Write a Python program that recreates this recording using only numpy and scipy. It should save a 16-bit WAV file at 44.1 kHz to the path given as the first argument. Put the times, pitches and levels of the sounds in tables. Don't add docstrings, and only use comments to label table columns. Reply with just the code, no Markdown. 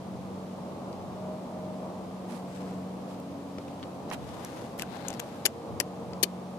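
import sys
import numpy as np
from scipy import signal
from scipy.fft import rfft, irfft, next_fast_len
from scipy.io import wavfile

SR = 44100
rng = np.random.default_rng(int(sys.argv[2]) if len(sys.argv) > 2 else 0)


def wav_record(signal):
    frames = np.transpose(np.atleast_2d(signal))
    bounded = np.clip(frames, -1, 1)
    quanta = np.round(bounded * 32767).astype(np.int16)
    wavfile.write(sys.argv[1], SR, quanta)


N = 290178


def from_db(db):
    return 10 ** (np.asarray(db) / 20)


def rms_one(x):
    return x / np.sqrt(np.mean(x ** 2) + 1e-20)


def lowpass(x, order, hz):
    return signal.sosfilt(signal.butter(order, hz, fs=SR, output="sos"), x)


def in_time(rows):
    s, *columns = np.transpose(rows)
    return [np.interp(np.arange(N) / SR, s, c) for c in columns]


def faded(start, rise, hold, fall):
    t = np.arange(N) / SR - start
    ramp = np.minimum(t / rise, 1 - (t - rise - hold) / fall)
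    return np.sin(np.pi / 2 * np.clip(ramp, 0, 1)) ** 2


def drift(rate_hz):
    step = 40
    r = np.exp(-2 * np.pi * rate_hz * step / SR)
    noise = rng.standard_normal(N // step + 2002)
    slow = signal.lfilter([1], [1, -2 * r, r * r], noise)[2000:]
    return np.interp(np.arange(N) / step, np.arange(len(slow)), rms_one(slow))


def coloured(x, spectrum):
    size = next_fast_len(x.shape[-1] + 4096)
    hz, db = np.transpose(spectrum)
    log_hz = np.log(np.maximum(np.fft.rfftfreq(size, 1 / SR), 1))
    log_gain = np.interp(log_hz, np.log(hz), db) * np.log(10) / 20
    cepstrum = irfft(log_gain, size)
    cepstrum[1:size // 2] *= 2
    cepstrum[size // 2 + 1:] = 0
    response = np.exp(rfft(cepstrum))
    return irfft(rfft(x, size) * response, size)[..., :x.shape[-1]]


def resonance(x, hz, width_hz):
    r = np.exp(-np.pi * width_hz / SR)
    feedback = [1, -2 * r * np.cos(2 * np.pi * hz / SR), r * r]
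    return signal.lfilter((1 - r * r) / 2 * np.array([1, 0, -1]), feedback, x)


def grains(size, per_s, spread_db):
    level_db = spread_db * np.minimum(rng.exponential(1, size), 4)
    strength = from_db(level_db) * rng.choice([-1, 1], size)
    return rms_one(strength * (rng.random(size) < per_s / SR))


def tone(hz, db, waver_hz):
    pitch = hz + waver_hz * drift(8.3)
    return np.sqrt(2) * from_db(db) * np.sin(2 * np.pi * np.cumsum(pitch) / SR)


# f/Hz, likeness
LIKENESS = [(60, 0.97), (130, 0.92), (290, 0.86), (640, 0.78), (1410, 0.24), (3100, 0.03), (6820, 0.15),
            (15000, 0.079)]


def diffuse(spectrum):
    hz, alike = np.transpose(LIKENESS)
    alike = np.clip(alike, -.95, .98)
    mid, side = coloured(rng.standard_normal((2, N)), spectrum)
    mid = coloured(mid, np.c_[hz, 10 * np.log10(1 + alike)])
    side = coloured(side, np.c_[hz, 10 * np.log10(1 - alike)])
    return rms_one(np.array([mid + side, mid - side]))


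# t/s, level/dB, left minus right/dB, tilt/(dB per octave), ring f/Hz,
# ring level/dB, hold/s
CRACKS = [(0.929, -42, 8, -6, 5200, 19, 0.0017), (3.2, -38, 2, 4, 12000, 1, .001),
          (3.5835, -29, 11, -11, 1290, 7, 0.0006), (3.584, -39, 5, -10, 5070, 20, .002),
          (3.68, -42, 3.5, -8, 2530, 0, 0.0035), (3.796, -39, 4, -9, 6100, 3, 0.0014),
          (3.828, -32, 2.5, -9, 3830, 15, 0.001), (3.8285, -34, 3, -11, 3200, 10, 0.0011),
          (3.8302, -39.5, 10, -11, 3900, 16, 0.008), (3.834, -43, 11, -11, 3100, 8, 0.0055),
          (4.1008, -33, -2.5, -7, 5970, 16, .0008), (4.113, -20.5, -7, -11, 1060, 18, 0.0005),
          (4.1132, -33, -7, -7, 4000, 14, .0005), (4.1157, -28, -7, -10, 2100, 14, .002),
          (4.118, -32, -15, -13.5, 810, 15, 0.0068), (4.127, -37, -7, -1, 9000, 6, 0.0016),
          (4.133, -32, -9, -1, 3100, 12, 0.002), (4.135, -32.5, -11, -5, 8500, 11, 0.0018),
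          (4.1375, -40, -8, 4, 3000, 10, .002), (4.141, -36, -9, -12, 800, 9, 0.0026),
          (4.290, -42, 3, -4, 5200, 18, .001), (4.448, -26.5, -2, 2, 5930, 9, 0.0013),
          (4.611, -42, 4, 0, 9800, 16, .001), (4.779, -43, 10, 0, 14500, 6, .002),
          (4.79, -32, 6, -1, 13100, 11, 0.0011), (4.7958, -22.5, 11, -3.5, 1710, 3, 0.00092),
          (4.812, -36, 8, -8, 10000, 0, .001), (4.821, -20.5, 11.5, -4.5, 2490, 4, 0.0013),
          (4.831, -31, -3, -4, 1480, 15, 0.0022), (4.97, -41, 9, -6, 6000, 4, .001),
          (5.083, -18, 9, -2, 6800, 13, .0003), (5.0848, -21, 10, 6, 7100, 25, .0004),
          (5.103, -27.5, 8.5, -8, 7600, 16, 0.0027), (5.129, -32, 9, -6, 8090, 4, .001),
          (5.138, -38, 12, -3, 5300, 10, .003), (5.148, -40, 12, -7, 6500, 8, .001),
          (5.195, -29.5, 11.5, -3.5, 4230, 8, 0.0023), (5.1993, -22, 12, -2, 6440, 0, 0.0013),
          (5.4526, -24, 14.5, -1, 4400, 16, 0.0014), (5.4546, -14.5, 16, -2, 11800, 5, .0006),
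          (5.4551, -10.5, 9.5, 0, 4560, 9, 0.0021), (5.458, -12.5, 9.5, 0.5, 4500, 4, .002),
          (5.4606, -13, 12, -4, 11200, 4, .001), (5.4625, -9, 13.5, -2, 6800, 2, 0.00055),
          (5.4633, -18, 8.5, -5, 3050, 7, 0.0013), (5.471, -28, 7, -6, 6600, 18, .001),
          (5.8003, -16, 12.5, 1, 4750, 10, 0.0017), (5.8016, -10, 11.5, -2.5, 5600, 9.5, 0.00036),
          (5.8033, -25, 8, 11, 3720, 2, 0.0016), (5.8054, -21.5, 15, -6.5, 1830, 6, .001),
          (5.806, -24, 11, 4, 11000, 8, .001), (5.81, -19, 8, -5, 900, 1, .0001),
          (6.133, -35, 9.5, -10, 4750, 18, 0.0025), (6.2282, -30, 14, 3, 7000, 4, .0012),
          (6.2287, -14.5, 14.5, -1.5, 10500, -12, .001), (6.2312, -14, 6, -3.5, 5650, 21, 0.0019),
          (6.2326, -10, 11, 0.5, 3830, 1, 0.0017), (6.2351, -12.5, 11.5, -1, 4470, 19, 0.0011),
          (6.2363, -10, 14, -1.5, 4450, 8, .0003), (6.2385, -20, 13, -1, 2200, 5, 0.0011),
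          (6.2396, -19.5, 14.5, -3, 2420, 2, 0.002)]
# f/Hz, level/dB per Hz
SNAP_COLOUR = [(350, -29.5), (600, -18), (1100, -18.5), (1800, -10), (2980, -5), (3930, -12), (4500, -7.5),
               (5100, -9.5), (5700, -7), (7400, -6.5), (8800, -8), (11100, -3.5), (13500, -10.5),
               (14800, -15), (16300, -30)]
SPRAY_RISE_S, SPRAY_T60_S = 0.00052, 0.01
FIRST_SNAP = 5.5
LAG_PER_DB = .58


def cracks():
    out, t = np.zeros((2, N + 4096)), np.arange(2048) / SR
    snap_hz, snap_db = np.transpose(SNAP_COLOUR)
    for s, level_db, pan_db, tilt_db, ring_hz, ring_db, hold_s in CRACKS:
        spray = grains(len(t), 12000., 2.9)
        spray = spray * np.minimum(t / SPRAY_RISE_S, 1)
        spray[round(SPRAY_RISE_S * SR)] = FIRST_SNAP
        spray = spray * from_db(-60 * np.maximum(t - hold_s, 0) / SPRAY_T60_S)
        tilted_db = snap_db + tilt_db * np.log2(snap_hz / 4000)
        spray = coloured(spray, np.c_[snap_hz, tilted_db])
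        spray = spray + from_db(ring_db) * resonance(spray, ring_hz, ring_hz / 8)
        length_s = hold_s + SPRAY_T60_S / 14
        peak = 2.58 * np.sqrt(np.sum(spray ** 2) / (SR * length_s))
        for side, sign in enumerate([1, -1]):
            at = round(s * SR - sign * LAG_PER_DB * pan_db / 2)
            out[side, at:at + len(t)] += from_db(level_db + sign * pan_db / 2) * spray / peak
    return out[:, :N]


# t/s, rise/s, hold/s, fall/s, level/dB, left minus right/dB,
# extra treble/dB, band f/Hz, band level/dB
STROKES = [(2.269, 0.03, 0.035, 0.11, -52, -6.5, 5, 9800, 7), (2.38, 0.15, 0.1, 0.3, -56, 3, 3.5, 7800, 3),
           (2.543, .01, .01, .03, -60, 2, 1, 8000, 8), (2.598, .008, .008, .02, -54.5, 4, 1, 5500, 6),
           (2.648, 0.014, 0.018, .03, -61, 5.5, 0, 4500, 3.5),
           (3.06, .04, .03, .06, -61.5, 1, 10.5, 3940, -5),
           (3.553, 0.049, 0.065, 0.59, -60, 0, 3.5, 3940, 0),
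           (4.068, 0.031, 0.022, 0.067, -49, 7, -6, 3940, 0),
           (4.118, 0.0076, 0.019, 0.011, -46.5, -10, 7, 3000, 4),
           (4.143, 0.16, 0.088, 0.47, -55, 9.5, 5, 3600, -3),
           (4.358, 0.097, 0.11, 0.29, -58, 5, 4, 6500, -3),
           (4.75, 0.23, 0.11, 0.19, -52.5, 19, -0.5, 4000, 3),
           (4.781, 0.01, 0.029, 0.012, -52, -4, 14.5, 3940, -7),
           (5.186, 0.046, 0.051, 0.33, -53.5, 4.5, 4.5, 3940, -6)]
# f/Hz, level/dB per Hz
CLOTH_COLOUR = [(470, -29.5), (800, 5), (1150, -9.5), (1260, -4), (4740, -18.5), (6090, -21.5),
                (11000, -26.5), (14800, -32), (16000, -61)]
BAND_SHARPNESS = 7.0
CLUMP_DB = 0.8


def rustle():
    shared, left, right = (grains(N, 3000., 3.2) for _ in range(3))
    slips = rms_one(coloured(0.27 * shared + np.array([left, right]), CLOTH_COLOUR))
    low, below_treble = lowpass(slips, 2, 3000), lowpass(slips, 2, 6000)
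    bright = (slips - below_treble) * from_db(CLUMP_DB * drift(37.0))
    middle = (below_treble - low) * from_db(CLUMP_DB * drift(30.0))
    dull = low * from_db(CLUMP_DB * drift(30.0)) + middle
    out = 0
    for s, rise, hold, fall, level_db, pan_db, treble_db, hz, band_db in STROKES:
        sides_db = level_db + np.array([[pan_db], [-pan_db]]) / 2
        gain = faded(s, rise, hold, fall) * from_db(sides_db)
        band = resonance(slips, hz, hz / BAND_SHARPNESS)
        out = out + gain * (dull + from_db(treble_db) * bright + from_db(band_db) * band)
    return out * from_db(0.8 * drift(25.0) + 0.8 * drift(4.4))


# t/s, level/dB
JOLTS = [(3.5843, -41), (5.4535, -36.5), (5.807, -40), (6.2305, -36), (6.2331, -35)]
# f/Hz, level/dB, t60/s
STAND_MODES = [(345, 3, 0.053), (392, 6, 0.06), (482, 4, 0.051), (575, -1, 0.061)]


def thumps():
    out, t = np.zeros(N + 4096), np.arange(2048) / SR
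    knock = sum(from_db(db - 60 * t / t60) * np.sin(2 * np.pi * hz * t) for hz, db, t60 in STAND_MODES)
    knock = signal.sosfilt(signal.butter(4, 320, "high", fs=SR, output="sos"), knock)
    for s, db in JOLTS:
        at = round(s * SR)
        out[at:at + len(t)] += from_db(db) * knock
    return out[:N]


SCATTER_DB, SCATTER_T60_S = -19, 0.06


def scattered(x):
    t = np.arange(4096) / SR
    tail = rng.standard_normal((2, len(t))) * from_db(-60 * t / SCATTER_T60_S)
    tail = lowpass(tail, 1, 9000)
    tail = tail / np.linalg.norm(tail, axis=1, keepdims=True)
    return x + from_db(SCATTER_DB) * signal.fftconvolve(x, tail, axes=1)[:, :N]


# f/Hz, level/dB per Hz
ROAR_COLOUR = [(12, -95), (20, -42.5), (86, -15), (154, -6.5), (185, -8), (213, -7), (344, -10.5),
               (380, -14), (464, -12), (579, -11.5), (627, -14.5), (666, -12.5), (1190, -22), (1670, -41),
               (2400, -46), (3120, -59), (5280, -120)]
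# t/s, deep level/dB, bright level/dB
ROAR_LEVEL = [(0, -46, -43), (1.2, -47, -40.5), (2.5, -46, -43), (3.4, -47.5, -43.5), (4.4, -47, -43),
              (5.6, -46, -42.5), (6.58, -53.5, -41)]
ROAR_SWAY_DB = 1.04


def road():
    deep_db, bright_db = in_time(ROAR_LEVEL)
    roar = diffuse(ROAR_COLOUR)
    deep = lowpass(roar, 1, 350)
    deep_gain = from_db(deep_db + ROAR_SWAY_DB * drift(1.5))
    bright_gain = from_db(bright_db + ROAR_SWAY_DB * drift(5.4))
    return deep_gain * rms_one(deep) + bright_gain * rms_one(roar - deep)


# t/s, level/dB
FIRING_LEVEL = [(0, -41.5), (.5, -43), (.85, -45.5), (1.05, -47.5), (1.3, -40.5), (1.55, -45), (1.75, -41),
                (2.05, -45), (2.35, -41.5), (2.5, -41), (2.65, -38), (2.95, -40.5), (3.3, -46),
                (3.75, -50.5), (3.95, -46), (4.3, -53.5), (4.6, -55), (4.85, -50), (5.15, -48.5),
                (5.3, -53), (5.6, -61), (5.8, -46), (6.25, -43), (6.58, -44)]
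# t/s, level/dB
UPPER_LEVEL = [(0, -66), (2.25, -58), (2.55, -50), (2.75, -49), (2.92, -57), (3.2, -45.5), (3.45, -47),
               (3.7, -47.5), (3.95, -54), (4.1, -52), (4.35, -59), (6.58, -82)]
# multiple of the firing pitch, level/dB
SIDE_ORDERS = [(.75, -60), (1.25, -54)]
FIRING_HZ, SAG_HZ_PER_S = 188.4, .82
LOWER_DB, DRONE_FLUTTER_DB = -59, 1


def engine():
    hz = FIRING_HZ - SAG_HZ_PER_S * np.arange(N) / SR
    (firing_db,), (upper_db,) = in_time(FIRING_LEVEL), in_time(UPPER_LEVEL)
    firing = tone(hz, firing_db + DRONE_FLUTTER_DB * drift(4.9), 0.5)
    upper = tone(3 * hz / 2, upper_db + 0.72 * drift(2.5), 0.76)
    lower = tone(hz / 2, LOWER_DB, 0.53)
    beside = sum(tone(k * hz, db + 2.0 * drift(2.1), 0.62) for k, db in SIDE_ORDERS)
    return (firing + upper + lower + beside) * from_db([[.3], [-.3]])


WHINE_HZ = [620.8, 495, 467]
# t/s, level/dB
WHINE_LEVELS = [
    [(0, -66), (.4, -59), (1.05, -58.5), (1.3, -40), (1.47, -55), (1.6, -45), (1.9, -47), (2.05, -52),
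     (2.4, -61), (3.6, -58), (4.6, -61), (6.58, -77)],
    [(2.0, -75), (2.5, -54), (3.2, -58), (3.7, -80)],
    [(4.3, -80), (4.7, -67), (5.4, -55), (5.52, -47), (5.68, -45), (5.8, -48.5), (5.9, -55), (6.0, -48.5),
     (6.2, -53), (6.35, -75)],
]
WHINE_FLUTTER_DB = 1


def tyres():
    out = 0
    for hz, curve in zip(WHINE_HZ, WHINE_LEVELS):
        level_db, = in_time(curve)
        out = out + tone(hz, level_db + WHINE_FLUTTER_DB * drift(8.7), 1.16)
    return out


# t/s of the peak, fall/s (the rise takes half), level/dB
GUSTS = [(0.16, 0.33, -52), (1.04, .4, -53), (4.237, 0.25, -47), (3.3, 0.13, -63), (5.726, 0.12, -42),
         (6.074, 0.15, -47.5)]
CALM_DB = -71.5


def breeze():
    gusts = sum(from_db(db) * faded(s - fall / 2, fall / 2, 0, fall) for s, fall, db in GUSTS)
    band = signal.butter(3, [75, 150], "band", fs=SR, output="sos")
    push = signal.sosfilt(band, rng.standard_normal((2, N)))
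    return (from_db(CALM_DB) + gusts) * rms_one(push)


ROAD_LEAD = 4


def scene():
    left, right = road() + engine() + tyres()
    late_right = np.interp(np.arange(N) - ROAD_LEAD, np.arange(N), right)
    far = np.array([left, late_right])
    return far + breeze() + rustle() + scattered(cracks() + thumps())


# f/Hz, level/dB per Hz
HISS_COLOUR = [(880, -27.5), (1500, -3.5), (1710, -4), (3240, -5.5), (3500, -6), (4030, -6.5), (9990, -15),
               (14800, -22), (15700, -37), (16300, -30)]
HISS_DB, CUTOFF_HZ = -58, 16300


def record(dry):
    hiss = from_db(HISS_DB) * diffuse(HISS_COLOUR) * from_db([[.4], [-.4]])
    rounded = 0.89 * np.tanh((dry + hiss) / 0.91)
    return signal.sosfilt(signal.cheby2(12, 60, CUTOFF_HZ, fs=SR, output="sos"), rounded)


dry = scene()
out = record(dry)
wav_record(out)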